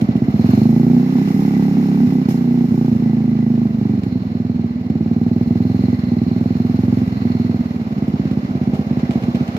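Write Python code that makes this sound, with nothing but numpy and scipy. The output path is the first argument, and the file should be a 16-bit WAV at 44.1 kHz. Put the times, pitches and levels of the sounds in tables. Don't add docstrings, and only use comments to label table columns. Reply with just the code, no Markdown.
import sys
import numpy as np
from scipy import signal
from scipy.fft import rfft, irfft, next_fast_len
from scipy.io import wavfile

SR = 44100
rng = np.random.default_rng(int(sys.argv[2]) if len(sys.argv) > 2 else 0)


def log_audio(samples):
    frames = np.atleast_2d(samples).T
    limited = np.clip(frames, -1, 1)
    pcm = np.round(limited * 32767).astype(np.int16)
    wavfile.write(sys.argv[1], SR, pcm)


N = 422478

# start_s, cycles (count), bang_share (of a full bang; below 0 the pipe sucks back)
MISFIRES = [(1.24, 1, 0.43), (1.33, 1, 0.16), (2.06, 1, -0.43), (2.25, 2, 0), (2.67, 1, 0.24),
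            (2.71, 1, -0.38), (2.92, 2, -0.65), (2.98, 1, 0.21), (3.69, 3, 0.35), (3.98, 1, -0.58),
            (4.02, 1, -0.3), (4.11, 1, -0.27), (4.2, 3, 0.44), (4.54, 1, -0.56), (4.69, 2, 0),
            (4.79, 2, 0.28), (5.46, 1, -0.32), (5.97, 3, -0.03), (6.067, 1, 0.35), (6.26, 1, -0.67),
            (6.55, 1, -0.57), (7.06, 1, -0.22), (7.11, 2, 0.24), (7.2, 1, 0.35), (7.59, 1, -0.45),
            (7.64, 2, 0), (7.74, 3, 0.27), (7.9, 2, -0.43), (8.43, 2, -0.3), (8.85, 1, -0.09),
            (9.22, 1, -0.35), (9.47, 2, -0.09)]


def from_db(db):
    return 10 ** (np.asarray(db) / 20)


def rms_one(x):
    return x / np.sqrt(np.mean(x ** 2) + 1e-20)


def in_time(rows):
    s, *columns = np.transpose(rows)
    return [np.interp(np.arange(N) / SR, s, c) for c in columns]


def at_hz(points, hz):
    table_hz, value = np.transpose(points)
    return np.interp(np.log(hz + 1), np.log(table_hz + 1), value)


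def drift(rate_hz):
    step = 40
    r = np.exp(-2 * np.pi * rate_hz * step / SR)
    settle = 2000
    white = rng.standard_normal(N // step + 2 + settle)
    slow = signal.lfilter([1], [1, -2 * r, r * r], white)[settle:]
    return np.interp(np.arange(N) / step, np.arange(len(slow)), rms_one(slow))


def soften(x, seconds):
    r = np.exp(-1 / (seconds * SR))
    return signal.lfilter([(1 - r) ** 2], [1, -2 * r, r * r], x + 1e-18)


def stereo_noise(spectrum, envelope):
    # pitch_hz, left_right_likeness (0 to 1)
    likeness = [(30, .7), (60, .93), (100, .98), (400, .97), (800, .75), (1500, .55), (2500, .55),
                (4500, .3), (9000, .15)]
    # pitch_hz, left_phase_lead_rad
    left_lead = [(0, 0), (780, -0.2), (1030, 3.6), (1890, 3.6), (2240, 5.3), (2580, 9.4), (3790, 9.4),
                 (4390, 15.1), (4820, 15.6), (6630, 24.5), (8530, 32.3), (11000, 24.9), (14000, 24.2),
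                 (15300, 22.2)]
    # pitch_hz, left_above_right_db
    left_gain = [(60, -1.0), (150, -2.0), (380, -2.0), (950, -2.5), (2380, -2.0), (5980, 0.0), (15000, 7.5)]
    size = next_fast_len(N)
    hz = np.arange(size // 2 + 1) * SR / size
    shared, own = rfft(rng.standard_normal((2, N)) * envelope, size)
    alike = np.clip(at_hz(likeness, hz), 0, 1)
    left = alike * shared * np.exp(1j * at_hz(left_lead, hz)) + np.sqrt(1 - alike ** 2) * own
    left = left * from_db(at_hz(left_gain, hz))
    inside = (hz > spectrum[0][0]) & (hz < spectrum[-1][0])
    colour = from_db(at_hz(spectrum, hz)) * inside
    return irfft(np.array([left, shared]) * colour, size)[:, :N] / np.sqrt(np.mean(colour ** 2))


def throb(bang, thud, depth, seconds, patchy_db):
    swell = rms_one(soften(np.abs(bang) + 1.3 * thud, seconds))
    return rms_one((1 + depth * swell) * from_db(patchy_db * (drift(25) + drift(30))))


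def resonant_noise(envelope, hz, width_hz):
    r = np.exp(-np.pi * width_hz / SR)
    x = rng.standard_normal((2, N)) * envelope
    for _ in range(2):
        x = signal.lfilter([1, 0, -1], [1, -2 * r * np.cos(2 * np.pi * hz / SR), r * r], x)
    return rms_one(x)


def wheel_rolling():
    # (per Hz, relative)
    rolling_spectrum = [(20, -14), (35, -7.5), (55, -1), (80, -1), (120, -14)]
    return stereo_noise(rolling_spectrum, from_db(-52 + 2.0 * drift(3)))


def joint_and_backfire_bursts():
    # start_s, clack_db, t60_s, low_thump_db, treble_db (jingle of a joint, hiss of the backfire)
    burst_rows = [(0.012, -40.5, 0.095, -42, -51.5), (0.164, -46, 0.088, -53, -61),
                  (2.287, -42.5, 0.32, -45, -44.5), (2.305, -47.5, 0.25, -49.5, -53),
                  (4.034, -44, 0.098, -48.5, -63.5), (4.231, -58, 0.097, -51.5, -75.5),
                  (4.9, -48, 0.064, -50.5, -71), (5.8212, -53.5, 0.063, -47, -70),
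                  (6.439, -55.5, 0.11, -45.5, -71), (8.08, -53, 0.1, -46.5, -60),
                  (8.311, -45.5, .06, -47.5, -61.5), (8.736, -48, 0.35, -33, -65),
                  (8.746, -47.5, 0.13, -42.5, -64), (8.995, -46.5, .12, -40, -75),
                  (9.1081, -39.5, 0.25, -35.5, -71), (9.133, -49.5, 0.06, -41, -70),
                  (9.225, -45.5, 0.14, -37.5, -77), (9.236, -50.5, 0.058, -43, -62.5),
                  (9.349, -41, 0.12, -37, -74), (9.356, -45.5, 0.074, -33.5, -69),
                  (9.419, -51.5, 0.084, -45.5, -69), (9.478, -42, 0.071, -39.5, -77.5),
                  (9.5658, -40, 0.1, -40.5, -58)]
    tick_s = 0.0042
    tick_shares = np.array([2, 1.0, .2])[:, None]
    t, envelopes = np.arange(N) / SR, np.zeros((3, N))
    for s, clack_db, t60, thump_db, treble_db in burst_rows:
        since = np.maximum(t - s, 0)
        burst = (t > s) * from_db(-60 * since / t60)
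        tick = (t > s) * np.exp(-since / tick_s)
        envelopes += from_db([[clack_db], [thump_db], [treble_db]]) * (burst + tick_shares * tick)
    return envelopes


def clacks(clack):
    # (per Hz, relative)
    clack_spectrum = [(290, -40), (500, -24.5), (803, -11.5), (1410, -6.5), (1800, 0.5), (2430, -1),
                      (2760, -0.5), (7890, -21.5), (15500, -44.5)]
    return stereo_noise(clack_spectrum, clack)


def body_hum(bang, thud, load_db, faster):
    # (per Hz, relative)
    hum_spectrum = [(30, -50), (70, -22), (120, -6), (230, 0), (330, -10), (450, -30)]
    level_db = load_db - 31 - .45 * faster
    shaking = throb(bang, thud, depth=0.1, seconds=0.031, patchy_db=1.0)
    return stereo_noise(hum_spectrum, from_db(level_db) * shaking)


def frame_rumble(bang, thud, thump, shake_db, faster):
    # (per Hz, relative)
    rumble_spectrum = [(300, -12), (400, -6), (530, -8), (790, -9), (940, -20), (1400, -28)]
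    level_db = -38.5 + 0.75 * shake_db - 0.4 * faster
    throbbing = throb(bang, thud, depth=0.11, seconds=0.00039, patchy_db=0.23)
    return stereo_noise(rumble_spectrum, thump + from_db(level_db) * throbbing)


def block_rattle(bang, thud, rattle_db):
    # (per Hz, relative)
    rattle_spectrum = [(530, -44), (900, -9), (977, -4), (1260, -8), (1370, -10), (1740, -11),
                       (2070, -12.5), (2500, -14.5), (2800, -13.5), (3150, -20.5), (3750, -19),
                       (4260, -18.5), (6850, -32), (8000, -44.5), (10400, -57), (17600, -120)]
    throbbing = throb(bang, thud, depth=0.17, seconds=0.0029, patchy_db=0.71)
    return stereo_noise(rattle_spectrum, from_db(rattle_db) * throbbing)


def panel_buzz(bang, thud, rattle_db):
    throbbing = throb(bang, thud, depth=0.33, seconds=0.003, patchy_db=1.0)
    level_db = rattle_db - 11.5 + 2.2 * drift(2.5)
    return from_db(level_db) * resonant_noise(throbbing, hz=2010, width_hz=210)


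def metal_singing(bang, thud):
    # start_s, level_db
    singing_level = [(0.0, -77), (0.3, -62), (0.4, -49), (0.62, -47.5), (0.78, -67), (2.0, -71.5),
                     (3.7, -80), (4.11, -52.5), (4.67, -61.5), (5.1, -60.5), (5.89, -50), (6.8, -54.5),
                     (6.96, -69), (7.15, -50.5), (7.66, -54), (7.92, -81), (8.7, -79.5), (9.58, -73)]
    (level_db,) = in_time(singing_level)
    throbbing = throb(bang, thud, depth=0.37, seconds=0.0044, patchy_db=1.4)
    return from_db(level_db) * resonant_noise(throbbing, hz=4200, width_hz=480)


def gas_hiss(bang, thud, treble, shake_db, push_db, faster):
    # (per Hz, relative)
    hiss_spectrum = [(3820, -30), (5000, -1), (6500, -6.5), (6970, -8.5), (7980, -17), (9520, -16),
                     (12900, -12), (15600, -14.5)]
    level_db = -59.5 + 0.98 * shake_db + 0.34 * faster + 0.78 * push_db
    throbbing = throb(bang, thud, depth=0.23 * from_db(1.5 * push_db), seconds=.004, patchy_db=0.4)
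    return stereo_noise(hiss_spectrum, treble + from_db(level_db) * throbbing)


def engine_speed():
    # start_s, throttle_speed (firings per s)
    throttle = [(0.0, 14.389), (0.25, 15.71), (0.48, 21.878), (0.71, 28.05), (1.0, 31.092), (1.39, 35.175),
                (1.7, 34.585), (2.03, 34.125), (2.37, 31.305), (2.75, 30.169), (3.13, 28.811),
                (3.4, 27.288), (3.89, 25.21), (4.31, 21.522), (4.47, 22.062), (4.97, 20.071), (5.4, 20.987),
                (5.79, 22.029), (6.2, 21.958), (6.6, 21.868), (6.92, 22.547), (7.3, 21.755), (7.71, 20.803),
                (8.05, 19.305), (8.4, 17.469), (8.85, 17.694), (9.2, 16.163), (9.58, 17.275)]
    sag_per_miss, recovery_s = .6, .3
    t, (asked,) = np.arange(N) / SR, in_time(throttle)
    missed = np.zeros(N)
    for s, cycles, share in MISFIRES:
        rate = asked[int(s * SR)]
        missed += (1 - max(share, 0)) * rate * ((t > s) & (t < s + cycles / rate))
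    sag = signal.lfilter([1 / SR], [1, -np.exp(-1 / (recovery_s * SR))], missed)
    return asked - sag_per_miss * sag


def valve_clicks(speed):
    first_firing_s = .0172
    backfire_s, backfire_share = 2.2832, 2.0
    t = np.arange(N) / SR
    turns = np.cumsum(speed) / SR
    turns = turns - turns[round(first_firing_s * SR)]
    cycle = np.arange(int(turns[-1]) + 1)
    chance = rng.standard_normal((len(cycle), 4))
    opens = np.interp(cycle, turns, t)
    burn = np.ones(len(cycle))
    for s, cycles, share in MISFIRES:
        first = np.argmin(np.abs(opens - s))
        burn[first:first + int(cycles)] = share
    shuts = np.interp(cycle + .3 - .03 * (1 - burn), turns, t) + .0028 + .00005 * chance[:, 1]
    uneven_db = .5 + np.interp(np.interp(opens, t, speed), [31.5, 33], [0, .7])
    bang, thud = np.zeros((2, N))
    bang_at = ((opens + .00004 * chance[:, 0]) * SR).astype(int)
    bang[bang_at] = burn * from_db(uneven_db * chance[:, 2])
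    heard = shuts < t[-1]
    thud_gain = from_db(uneven_db * chance[:, 3] / 2 + 2.6 * (1 - burn))
    thud[(shuts[heard] * SR).astype(int)] = thud_gain[heard]
    bang[int(backfire_s * SR)] = backfire_share
    thud[int(backfire_s * SR):int((backfire_s + .015) * SR)] *= .3
    return bang, thud


def exhaust(bang, thud, faster):
    # pitch_hz, t60_s, bang_share, thud_share (signed, before the gains that follow speed)
    muffler_modes = [(104, .04, -.7, .08), (159, .02, 1.4, .2), (215, .058, .85, .58),
                     (239, .28, -.04, .17), (256.6, .042, -1.3, -.14), (328.6, .045, -.38, -.09),
                     (386, .07, .15, .11), (437.5, .04, .2, -.06), (480, .07, .04, -.01),
                     (660, .035, -.23, .01), (792, .045, .2, .011), (890, .03, -.14, .01)]
    opening, shutting = soften(bang, .0007), soften(thud, .0008)
    flow = from_db(-58 + .75 * faster + 1.2 * drift(8.6)) * rng.standard_normal(N)
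    out = 0
    for hz, t60, in_bang, in_thud in muffler_modes:
        r, w = from_db(-60 / (t60 * SR)), 2 * np.pi * hz / SR
        crack = from_db((1.0 + 0.5 * faster) * (hz > 720))
        strike = in_bang * opening * crack + in_thud * shutting
        strike = strike * from_db(0.0351 * faster * (hz < 140) + .15 * drift(6))
        driven = strike + flow * (t60 > .17)
        out = out + signal.lfilter([0, np.sin(w)], [1, -2 * r * np.cos(w), r * r], driven)
    out = signal.sosfilt(signal.butter(4, 92.0, "high", fs=SR, output="sos"), out)
    thin = np.clip((faster - 1.1) / (19 - 1.1), 0, 1)
    thinned = signal.sosfilt(signal.butter(2, 99, "high", fs=SR, output="sos"), out)
    return out + thin * (thinned - out)


def scene():
    load_curve = [(0.0, 3.5, 1), (0.36, 5, 0), (0.5, 6.5, 5), (0.95, 3.5, 10.5), (1.05, 1, 4.5),
                  (1.3, 4.5, 5.5), (1.8, 2, 7), (2.1, 3, 6.5), (2.24, 0, 4.5), (2.4, -0.5, 5.5),
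                  (2.75, 4, 4.5), (3.0, 2, 2.5), (3.3, -0.5, 5), (3.6, 0.5, 3), (3.9, 1.5, 2),
                  (4.4, -0.5, -1.5), (5.1, 1.5, -0.5), (5.45, 3.5, 1.5), (5.75, 3, 5), (6.1, 2, 2),
                  (6.7, 3, -1), (6.9, 3, 4), (7.3, 1.5, 2), (8.0, 1.5, -2), (8.7, 1.5, 0), (9.58, 2, -0.5)]
    shaking_curve = [(0.0, -40), (0.21, -42.5), (0.51, -35.5), (0.82, -41), (1.1, -38), (1.97, -39.5),
                     (2.5, -41), (3.68, -43.5), (4.1, -44), (4.7, -45.5), (5.89, -41), (6.3, -42.5),
                     (7.0, -39.5), (7.9, -41.5), (8.6, -40.5), (9.58, -38)]
    speed = engine_speed()
    bang, thud = valve_clicks(speed)
    (load_db, thud_db), (rattle_db,) = in_time(load_curve), in_time(shaking_curve)
    faster = speed - 20
    shake_db, push_db = rattle_db - rattle_db.mean(), load_db - load_db.mean()
    clack, thump, treble = joint_and_backfire_bursts()
    pipe = exhaust(from_db(load_db) * bang, from_db(thud_db) * thud, faster)
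    left = from_db(-2.2) * np.interp(np.arange(N) - 6.5, np.arange(N), pipe)
    mix = np.array([left, pipe]) + wheel_rolling() + clacks(clack)
    mix += body_hum(bang, thud, load_db, faster)
    mix += frame_rumble(bang, thud, thump, shake_db, faster)
    mix += block_rattle(bang, thud, rattle_db) + panel_buzz(bang, thud, rattle_db)
    mix += metal_singing(bang, thud)
    return mix + gas_hiss(bang, thud, treble, shake_db, push_db, faster)


def record(dry):
    rounded = 1.25 * np.tanh(dry / 1.25)
    rounded = signal.sosfilt(signal.butter(3, 48, "high", fs=SR, output="sos"), rounded)
    return signal.sosfilt(signal.cheby2(24, 80, 15830, fs=SR, output="sos"), rounded)


dry = scene()
out = record(dry)
log_audio(out)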